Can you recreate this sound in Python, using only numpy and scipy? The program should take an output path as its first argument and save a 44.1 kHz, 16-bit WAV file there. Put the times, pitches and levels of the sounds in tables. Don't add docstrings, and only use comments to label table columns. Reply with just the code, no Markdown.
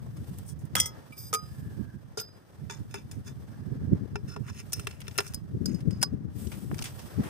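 import sys
import numpy as np
from scipy import signal
from scipy.fft import rfft, irfft, next_fast_len
from scipy.io import wavfile

SR = 44100
rng = np.random.default_rng(int(sys.argv[2]) if len(sys.argv) > 2 else 0)


def materialize(psi):
    bounded = np.clip(np.atleast_2d(psi).T, -1, 1)
    quanta = np.round(bounded * 32767).astype(np.int16)
    wavfile.write(sys.argv[1], SR, quanta)


N = 321489
SIDES = np.array([[.5], [-.5]])


def gain_of(db):
    return 10 ** (np.asarray(db) / 20)


def evened(x):
    return x / np.sqrt(np.mean(x ** 2) + 1e-20)


def read(points, hz):
    f, value = np.transpose(points)
    return np.interp(np.log(hz + 1), np.log(f + 1), value)


def add(mix, s, pair, pan_db):
    part = mix[:, round(s * SR):][:, :pair.shape[1]]
    part += (pair * gain_of(pan_db * SIDES))[:, :part.shape[1]]


APART = 1.4


def turn(hz):
    return APART * np.sign(np.sin((hz / 700) ** 1.5))


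def coloured(count, db_of_hz, same):
    size = next_fast_len(count, True)
    hz = np.fft.rfftfreq(size, 1 / SR)
    a, b = rfft(rng.standard_normal((2, size)), axis=1)
    second = same * a * np.exp(1j * turn(hz)) + np.sqrt(1 - same ** 2) * b
    spectra = np.array([a, second]) * gain_of(db_of_hz(hz))
    return evened(irfft(spectra, size, axis=1)[:, :count])


LUMP_LIMIT = 2.2


def lumps(count, per_s):
    slow = signal.butter(2, per_s, fs=SR, output="sos")
    free = evened(signal.sosfilt(slow, rng.standard_normal((2, count))))
    return evened(np.tanh(free / LUMP_LIMIT))


DROPPED = list(zip( [520, 910, 1270, 2055, 3196, 3308, 3419, 5039, 5179, 5462, 5734, 5850, 6580, 6890, 7917, 8942, 9024, 10380, 14072, 14541, 15180],
           [-9.5, -12, -5, 2, -14, 5, -7.5, -7, -12, -1.5, -4.5, -0.5, -6.5, -9.5, 3.5, -3, -6.5, -22.5, 2, -7, -13],
           [0.5, 1, 0.6, 0.17, 0.13, 0.17, 0.065, 0.19, .13, 0.16, 0.11, 0.1, 0.12, 0.11, 0.044, .05, 0.046, .04, 0.082, 0.14, 0.035]))
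LIFTED = list(zip( [445, 1247, 2335, 3590, 4953, 5390, 5640, 5950, 6510, 7220, 7930, 8960, 10100, 11400, 13850, 14300, 14700, 15200],
          [7, 6, -7, -13, -8, -15, -16, -13, -13, -16, -12, -10, -14, -18, -2.0, -22, -7, -21],
          [0.12, 0.25, 0.13, 0.11, 0.42, 0.14, 0.14, 0.14, .12, .12, 0.14, 0.12, .12, .12, 0.24, .1, 0.1, .06]))
TOUCHING = list(zip( [430, 1400, 3655, 4957, 5006, 5243, 5949, 6395, 7004, 8656, 9717, 10810, 13850],
            [16.0, 13.0, 5.0, 5.5, 5, 1.5, -5.5, -2, -25.0, -5.5, -14, -27, 4.5],
            [0.097, 0.07, 0.11, 0.43, 0.16, 0.1, 0.073, .06, .06, 0.056, .06, .05, 0.087]))
LOOSE = [(407, 2, 0.24), (912, -8, 0.2), (1450, 3.5, 0.064), (1727, -1, 0.078), (2365, -3.5, 0.18),
         (2580, 3, 0.06), (3560, -3, 0.24), (4870, -16, 0.12), (5243, -2, 0.2), (5520, -11.5, 0.082),
         (6300, 1.5, 0.056), (6600, -6, 0.053), (7250, -7, .08), (9540, -5, 0.045)]
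SLOTTED = [(407.6, 5, 0.22), (958, -13, 0.14), (1402, 4, 0.078), (1764, -5.5, 0.12), (2387, -1.5, 0.091),
           (2636, 2.5, 0.06), (2720, 1, 0.066), (3560, -5.5, 0.09), (4160, -3, 0.05), (4500, -18, 0.025),
           (5300, -4, 0.2), (5320, -5, 0.1), (6200, -11, 0.055), (5890, -4.5, 0.084), (6680, -15, 0.046),
           (7360, -10, 0.055), (9700, -1.5, 0.022)]
JOINED = list(zip( [1136, 1464, 4985, 5093, 5500, 6700, 8270, 9335, 13940],
          [-17.0, 0, 6.5, -2.5, -30.0, 4.0, -21.0, -14.5, -27.5],
          [0.2, 0.051, 0.12, 0.048, 0.028, 0.011, 0.027, 0.029, 0.15]))
HANDOVER_S = [1.05, 2.0, 2.5, 3.8, 5.3]


def tube(s):
    states = [DROPPED, LIFTED, TOUCHING, LOOSE, SLOTTED, JOINED]
    return np.transpose(states[np.searchsorted(HANDOVER_S, s)])


# frequency in Hz, left-right difference in dB.
PORT_LEAN = [(60, 3.0), (110, 6.0), (200, 7.0), (380, 2), (700, 1.5), (1290, -1.5), (2380, 3), (4400, 0.0),
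             (8120, -3), (15000, 4.5)]
KIN, SPREAD = 4, .02
FAMILY_DB, FAMILY_TIME = -5, .45
SWELL_S = 0.00097


def ring(s, blocks, tone_db, grip, place_db):
    hz, db, t60 = tube(s)[:, :, None]
    db = db + place_db * rng.standard_normal(hz.shape)
    kin = 1 + SPREAD * rng.standard_normal((KIN, *hz.shape)) * np.minimum(hz / 4000, 1)
    kin_db = db + FAMILY_DB * np.maximum(3000 / hz, 1)
    hz = np.vstack([hz, *(hz * kin)])
    db = np.vstack([db, *[kin_db] * KIN])
    t60 = np.vstack([t60, *[FAMILY_TIME * t60] * KIN])
    step = (2j * np.pi * hz - np.log(1000) / (t60 * np.maximum(grip, .05))) / SR
    levels = gain_of(db + tone_db(hz) + read(PORT_LEAN, hz) * SIDES.T).T
    ports = levels * np.exp(1j * np.array([0 * hz, turn(hz)])[..., 0])
    fine = np.arange(128)
    starts = ports[:, None] * np.exp(step * np.arange(blocks) * len(fine)).T
    rings = (starts @ np.exp(step * fine)).imag.reshape(2, -1)
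    return rings * (1 - np.exp(-np.arange(rings.shape[1]) / SR / SWELL_S))


COLOUR_HZ = [800, 2600, 5600, 11000]
UNDER_DB = -13


def crack(db, bass_db, middle_db, upper_db, treble_db, t60):
    points = [(150, bass_db + UNDER_DB), *zip(COLOUR_HZ, [bass_db, middle_db, upper_db, treble_db])]

    def tone_db(hz):
        return read(points, hz)

    t = np.arange(4096) / SR
    rise = (1 - np.exp(-t / 0.0015)) ** 2
    decay = gain_of(-60 * t / max(t60, .003))
    tail = gain_of(-34.5 - 60 * t / 0.1)
    shape = rise * (decay + tail) * gain_of(2.0 * lumps(len(t), 500.0)[0])
    burst = coloured(len(t), tone_db, same=0.21)
    return gain_of(db - 1.0) * shape * burst, tone_db, shape


# start in seconds, level in dB, bass, middle, upper middle
# and treble in dB, left-right difference in dB, chatter decay in seconds, ring level against the blow in dB,
# grip as a factor on the ring time.
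CLINKS = [(.752, -5.5, -11.5, -14, -15.5, -9.5, -4, 0.034, -15, 0.42),
          (.799, 1.5, -49, -24, -14.5, -10, 0, 0.016, -12, 0.99),
          (.856, -23.5, -13.5, -24, -11.5, -4, 0, 0.072, -4, 0.77),
          (1.121, -48, -47, -4.5, -26, -14.5, -5, 0.067, 7, 1.9),
          (1.328, -15, -11, -22.5, -10, -16, -3, 0.021, -4, 0.69),
          (1.336, -13, -24, -23.5, -18, -17, 9, 0.032, -13, 0.75),
          (1.344, -13, -18, -26.5, -19, -18.5, -2.5, 0.031, -6, 1.1),
          (1.35, -14, -31.5, -20, -19, -20, -1, 0.018, -8, 0.46),
          (2.172, -30, -9.5, -35.5, -12, -19.5, -1, 0.11, 0, 0.72),
          (2.182, -28.5, -27, -18.5, -11.5, -21.5, 4, 0.092, -21, 0.52),
          (2.197, -28.5, -24.5, -36, -14, -8, -1, 0.055, 0, 0.84),
          (2.21, -31, -12, -21, -22, -8, 0, 0.037, -11, 1.04),
          (2.696, -35.5, -5.5, -13, -11.5, -19, -3, 0.045, -0.5, 0.9),
          (2.909, -45, -22, -17.5, -13, -9, -2.5, 0.044, -2.5, 1.5),
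          (2.94, -26.5, -4, -13.5, -12, -14, 0, 0.032, -6, 0.52),
          (3.112, -29, -22, -25, -14, -13, 1, 0.036, -6.5, 0.58),
          (4.155, -24.5, 4, -11.5, -10, -20.5, 0.5, 0.025, -11, 0.56),
          (4.361, -25.5, 14, -9, -8, -17, 0.5, 0.025, -24, 0.65),
          (4.721, -26, -15, -31, -14, -18, 1, 0.047, -17, .63),
          (4.73, -7.5, -32, -30.5, -14.5, -9.5, 3, 0.026, -12, 0.68),
          (4.794, -23.5, -5.5, -11, -10.5, -10, -0.5, 0.029, -13.5, 0.45),
          (4.869, -16.5, -9.5, -8, -12, -13.5, 1.5, 0.022, -13, 0.31),
          (4.909, -33, -12, -12, -13, -19, 0, 0.025, -16, .63),
          (5.003, -30.5, -25, -9, -16, -8, 2, 0.035, -35, .63),
          (5.015, -30.5, -13, -5, -12, -18, 2, 0.028, -31, .63),
          (5.068, -32.5, -23, -6, -18, -25, 3, 0.02, -22, .63),
          (5.079, -24.5, -8, -16, -10.5, 10, 3, 0.011, -8.5, 0.31),
          (5.11, -41, -24.5, -9, -10, -30, 0, 0.032, -14, 0.57),
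          (5.154, -51, -5, -9, -13, -10, 6, 0.053, -2, 1.8),
          (5.177, -14, -20, -19, -9, 5, 6, 0.033, -14, 0.76),
          (5.184, -13, -7, -14.5, -10.5, -22, -0.5, 0.033, -8.5, .63),
          (5.202, -18.5, -4, -10, -17, -14, 2, 0.029, -21, 0.93),
          (5.264, -25.5, -10, -17.5, -14, -8, -1, 0.02, -14, 0.45),
          (5.275, -32, -36, -31, -14, -19, 0, 0.051, -13, .63),
          (5.335, -30.5, -13, -15.5, -17, -12, -3, 0.049, -16, 0.94),
          (5.343, -13, -21.5, -35, -11.5, -5, 2.5, 0.022, -15, 0.77),
          (5.656, -17, -29, -35, -16, -19, 0.5, 0.025, -1, 1),
          (5.744, -38, -27, -37, -16.5, -20, 0, 0.034, 1, 0.93),
          (5.804, -39, -15, -10, -14, -15, 0, 0.032, -13, 0.49),
          (5.906, -36.5, -14.5, -20, -16, -19, -0.5, 0.039, -12, 1.25),
          (6.027, -2, -16.5, -22, -10, -13.5, 3, 0.023, -11.5, 0.56),
          (6.031, -17.5, -3, -22, -9.5, -26, -2.5, 0.023, 3, 0.7)]
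CHATTER_HZ = 2670
PLACE_DB, RATTLE_DB = 1.5, 2.5


def clinks():
    out = np.zeros((2, N))
    for s, db, bass_db, middle_db, upper_db, treble_db, pan_db, t60, ring_db, grip in CLINKS:
        burst, tone_db, shape = crack(db, bass_db, middle_db, upper_db, treble_db, t60)
        chatter = .8 * shape * rng.standard_normal(len(shape)) / np.linalg.norm(shape)
        force = signal.lfilter(*signal.butter(2, CHATTER_HZ, "high", fs=SR), chatter)
        force[70] += 1.15
        modes = ring(s, SR // 300, tone_db, grip, PLACE_DB)
        modes = modes * gain_of(RATTLE_DB * lumps(modes.shape[1], 60.0)[0])
        rung = signal.fftconvolve(force[None], modes, axes=1)
        add(out, s, burst, pan_db)
        add(out, s, gain_of(db + ring_db) * rung, pan_db)
    return out


# start, strongest moment and end in seconds (the level curve takes the three in order of time),
# level in dB, dB lost by the end, bass, middle and treble in dB, ring in dB.
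STROKES = [(0.447, 0.492, .54, -43, 18, -51, -26, 9.5, -12.5), (0.763, 0.76, .8, -27, 5.5, -4, -7, 5.5, -3),
           (0.804, 0.83, 0.856, -40, 9.5, -10, -15, 2, 4.5),
           (1.149, 1.178, 1.305, -65.5, 5.5, -41, -10, 16.5, 27.5),
           (2.703, 2.707, 2.82, -33, 34.5, -8.5, -13, -8, -16),
           (2.948, 2.88, 3.04, -43, 30.5, -4.5, -6, -3, 1.5),
           (3.118, 3.13, 3.2, -57.5, 15.5, -7, -7, 7, -7),
           (3.243, 3.278, 3.325, -42, 26, -11, -15.5, -4, -5),
           (4.265, 4.282, 4.355, -52.5, 5, -2.5, -9.5, 2.5, 4.5),
           (4.429, 4.516, 4.512, -43, 22, 0, -1.5, -1.5, -3),
           (4.501, 4.602, 4.66, -38.5, 46.5, -14, -6.5, -3.5, -9),
           (4.74, 4.743, 4.86, -51, 5.5, -13, -6, 7, -2), (4.881, 4.888, 5.0, -51.5, 14.5, -7, -2, 2, -4),
           (5.025, 5.036, 5.175, -57.5, 4, -9, -5, -7, -5.5),
           (5.21, 5.222, 5.335, -45, 11, -6.5, -9.5, 0, -7),
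           (5.663, 5.676, 5.825, -46.5, 14, -9.5, -9.5, -3.5, -25),
           (5.902, 5.912, 6.012, -56, 8, -9, -7, -3, -3.5),
           (6.01, 6.017, 6.03, -35.5, 0.5, -10, -7, 3, 1.5)]
STROKE_RISE_DB, STROKE_GRIP = 23, .55
STROKE_PLACE_DB, PATCH_DB = 2.5, 2.5
SLIDE = 0.018


def strokes():
    out = np.zeros((2, N))
    for *s, top_db, lost_db, bass_db, middle_db, treble_db, ring_db in STROKES:
        t = np.arange(s[0], s[-1], 1 / SR)
        db = top_db - np.interp(t, np.sort(s), [STROKE_RISE_DB, 0, lost_db])
        grain_db = 1.2 * lumps(len(t), 120.0)[0] + 2.8 * lumps(len(t), 600.0)[0]
        stroke = gain_of(db + grain_db) * signal.windows.tukey(len(t), .15)
        bands = ((bass_db, [(500, -49.5), (900, 3.0), (1700, 6.5), (2300, -40.5)]),
                 (middle_db, [(1300, -38.5), (1900, 2.0), (3000, -1.5), (4000, -61)]),
                 (-4.0, [(2500, -136), (3500, 5.5), (7000, 21), (8500, -10.0)]),
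                 (treble_db, [(6000, -54.5), (8000, 4.5), (16000, 3.5)]))
        for level_db, band in bands:
            hiss = coloured(len(t), lambda hz: read(band, hz), same=0.98)
            patches_db = PATCH_DB * lumps(len(t), 50.0)[0]
            add(out, s[0], stroke * gain_of(level_db - 6 + patches_db) * hiss, 0)
        tone = [(1400, bass_db - 0.5), (2700, middle_db), (5000, 0.0037), (12000, treble_db - 14)]
        modes = ring(s[0], SR // 700, lambda hz: read(tone, hz), STROKE_GRIP, STROKE_PLACE_DB)
        force = stroke * gain_of(ring_db) * rng.standard_normal(len(t))
        sung = signal.fftconvolve(force[None], modes / np.linalg.norm(modes[0]), axes=1)
        slotted = tube(s[0])[0, 0] == SLOTTED[0][0]
        drift = SLIDE * rng.uniform(-1.1, 1) * slotted
        even = np.arange(sung.shape[1])
        warped = even + drift * (even - len(t) / 2) ** 2 / (2 * len(t))
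        add(out, s[0], np.array([np.interp(warped, even, port) for port in sung]), 0)
    return out


# start in seconds, level in dB, bass, middle, upper middle
# and treble in dB, left-right difference in dB, decay in seconds.
CRUNCHES = [(.061, -40, 30, -26, -16, -2, -18, 0.029), (0.167, -46, -4, -14, -14, -13, 2, 0.07),
            (0.384, -23, -22, -20, -16.5, -5, -2, 0.018), (.588, -49.5, -10, -39, -13, -8, -1, 0.21),
            (.652, -41, -13, -23, -13, -2, -2, .04), (6.469, -38, -20, -16, -7, -21, 1, 0.04),
            (6.515, -39, -1, -4, -9, -11, 2, 0.17), (6.713, -21.5, 2, -16, -53, -45, 1.5, 0.018),
            (6.742, -31, -10, -13.5, -16, -14, 0, 0.032), (6.781, -31, -12, -16, -8, -25, 4, .02),
            (6.789, -22, -8.5, -10, -9, -21, 3, 0.022), (6.813, -28.5, -6, -27, -16, -35, -3, 0.025),
            (6.822, -17, -34, -12.5, -12, -15.5, 1.5, 0.022), (6.839, -26, -20, -17, -18, -13.5, 0, 0.089),
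            (6.852, -33.5, -14.5, -7.5, -8, -18, -1, 0.15), (6.988, -43.5, -7, -15, -13, -23, -1, 0.21),
            (7.233, -40, 4, -3, -13, -4.5, 1, 0.96)]


def crunches():
    out = np.zeros((2, N))
    for s, *colour, pan_db, t60 in CRUNCHES:
        add(out, s, crack(*colour, t60)[0], pan_db)
    return out


# start and end in seconds, level in dB,
# air resonance at the start and at the end in Hz.
SWINGS = [(1.42, 2.05, -63.5, 1737, 1580), (3.4, 4.134, -69, 1672, 1634)]


def swings():
    out = np.zeros((2, N))
    steep = signal.butter(4, 90, fs=SR, output="sos")
    for start, end, db, from_hz, to_hz in SWINGS:
        hz = np.linspace(from_hz, to_hz, round((end - start) * SR))
        a, b = signal.sosfilt(steep, rng.standard_normal((2, 2, len(hz))))
        whistle = evened(((a + 1j * b) * np.exp(2j * np.pi * np.cumsum(hz) / SR)).real)
        add(out, start, gain_of(db) * whistle * signal.windows.tukey(len(hz), .4), 0)
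    return out


# time in seconds, relative level of the low rustle in dB,
# relative level of the treble rustle in dB.
RUSTLE = [(0.0, -59, -68), (.38, -58, -57), (.55, -61, -71), (.95, -52.5, -66), (1.15, -59.5, -63.5),
          (1.36, -61, -66), (1.54, -59.5, -59), (1.781, -59, -66), (2.1, -62.5, -73.5), (2.4, -59.5, -70),
          (2.8, -60, -66), (3.35, -59.5, -66.5), (3.96, -57.5, -72), (4.39, -63, -69.5),
          (4.8, -56.5, -58.5), (5.0, -59.5, -67.5), (5.22, -58.5, -54), (5.4, -62, -71), (5.83, -57.5, -69),
          (6.288, -61.5, -78.5), (6.39, -56.5, -48), (6.68, -55.5, -54), (7.05, -53, -54),
          (7.29, -46, -59.5)]
# frequency in Hz, density in dB per Hz.
CLOTH = [(250, 5), (450, 2.5), (900, -4), (1600, -7.5), (2500, -6), (4230, -3.5), (6000, -6), (9000, -21),
         (14500, -10.5), (15500, -19.5), (15800, -48.5)]
MIDDLE_SHARE, MIDDLE_DB = 0.46, -8.5


def rustle():
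    times, *levels = np.transpose(RUSTLE)
    low_db, high_db = (np.interp(np.arange(N) / SR, times, level) for level in levels)
    middle_db = low_db + MIDDLE_SHARE * (high_db - low_db) + MIDDLE_DB
    parts = ((low_db, [(1800, 0), (4000, -40)]),
             (middle_db, [(1000, -40), (2300, 0), (6800, 0), (11000, -40)]),
             (high_db, [(5000, -40), (8000, 0)]))
    out = np.zeros((2, N))
    for db, band in parts:
        hiss = coloured(N, lambda hz: read(CLOTH, hz) + read(band, hz), same=0.55)
        out += gain_of(db + 3.5) * hiss
    return gain_of(1.77 * lumps(N, 28.0)[0]) * out


# time in seconds, relative level in dB, left-right difference in dB.
GUSTS = [(0.0, -39.5, 7), (0.71, -42.5, -7), (0.75, -41, 13), (1.08, -53.5, -11), (1.67, -37.5, 0),
         (1.76, -36, -14.5), (2.48, -59.5, 5), (2.6, -45, -7), (3.43, -42.5, 1.5), (3.94, -33.5, -8.5),
         (4.02, -35, 28), (4.28, -41, -9), (5.24, -46.5, 5.5), (5.42, -40.5, -12), (5.72, -26.5, 21),
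         (5.83, -33, 9), (6.68, -35.5, 14), (7.02, -45.5, -11), (7.25, -47, 27), (7.29, -71, 2)]
# centre in seconds, relative level in dB, left-right difference in dB.
PUFFS = [(0.299, -42, 26), (.63, -52, -21), (0.763, -35.5, 22), (1.107, -40.5, -12), (1.252, -50, 2),
         (1.802, -36.5, -27.5), (1.96, -40.5, -18.5), (2.628, -44.5, -25.5), (2.81, -37, -28.5),
         (2.95, -47, -5), (3.182, -40.5, -20), (3.672, -33.5, -34), (3.74, -30, -27), (3.822, -32.5, 0.5),
         (3.922, -22, -19), (3.966, -32.5, 1), (4.035, -31.5, 18), (4.129, -42.5, -26), (4.26, -42.5, 0),
         (4.399, -37.5, -37.5), (4.8, -34, -28.5), (5.553, -33.5, 1.5), (5.707, -41, 36.5),
         (5.81, -75.5, 9.5), (5.875, -31, 14), (6.14, -37, 3), (6.44, -55.5, -10), (6.725, -33, 4),
         (7.05, -40.5, -40), (7.201, -23, 7.5), (7.254, -25.5, 12)]
# frequency in Hz, density in dB per Hz.
BUFFET = [(25, -47), (45, -18), (65, 9), (100, 17), (135, 15.5), (190, 2.5), (280, -46.5)]
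# frequency in Hz, density in dB per Hz.
ROAR = [(120, -2), (200, 4), (300, -6.5), (420, -13.5), (650, -35), (1000, -115)]
PUFF_S = 0.018
THUMP_SLOPE, THUMP_KNEE_DB = 0.31, -38.5
FLUTTER_SLOPE, FLUTTER_EVEN_DB = 1.367, -24.5


def port_push(db, pan_db):
    return gain_of(db + pan_db * SIDES) / np.sqrt(np.cosh(pan_db * np.log(10) / 20))


def wind():
    t = np.arange(0, N / SR, .002)
    times, *levels = np.transpose(GUSTS)
    push = port_push(*(np.interp(t, times, level) for level in levels))
    for s, db, pan_db in PUFFS:
        push = push + port_push(db, pan_db) * np.exp(-((t - s) / PUFF_S) ** 2)
    push = np.array([np.interp(np.arange(N) / SR, t, port) for port in push])
    strength = np.sqrt((push ** 2).mean(0))
    eddies = lumps(N, 22.3)
    thumps = evened(gain_of(4.1 * eddies) * coloured(N, lambda hz: read(BUFFET, hz), same=0.04))
    flutter = evened(gain_of(4.45 * eddies) * coloured(N, lambda hz: read(ROAR, hz), same=0.087))
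    thump_gain = np.maximum(strength / gain_of(THUMP_KNEE_DB), 1) ** (THUMP_SLOPE - 1)
    flutter_gain = (strength / gain_of(FLUTTER_EVEN_DB)) ** (FLUTTER_SLOPE - 1)
    return gain_of(1.5) * push * (thump_gain * thumps + flutter_gain * flutter)


def scene():
    return clinks() + strokes() + crunches() + swings() + rustle() + wind()


# frequency in Hz, gain in dB.
HOUSING = [(3400, -1), (4250, -6), (4900, -1.5), (6600, -2), (7400, -5.5), (8500, 0), (10500, -5.5),
           (11400, -10), (13800, -9.5), (15300, -10), (16000, -29.5)]
EDGE_HZ = 16600


def record(dry):
    cut = signal.sosfilt(signal.butter(4, 56., "high", fs=SR, output="sos"), dry)
    hz = np.linspace(0, SR / 2, 257)
    colour = signal.firwin2(255, hz, gain_of(read(HOUSING, hz)), fs=SR)
    housed = signal.oaconvolve(cut, colour[None], "same")
    edge = signal.firwin(511, EDGE_HZ, window=("kaiser", 9), fs=SR)
    return signal.oaconvolve(housed, edge[None], "same")


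dry = scene()
out = record(dry)
materialize(out)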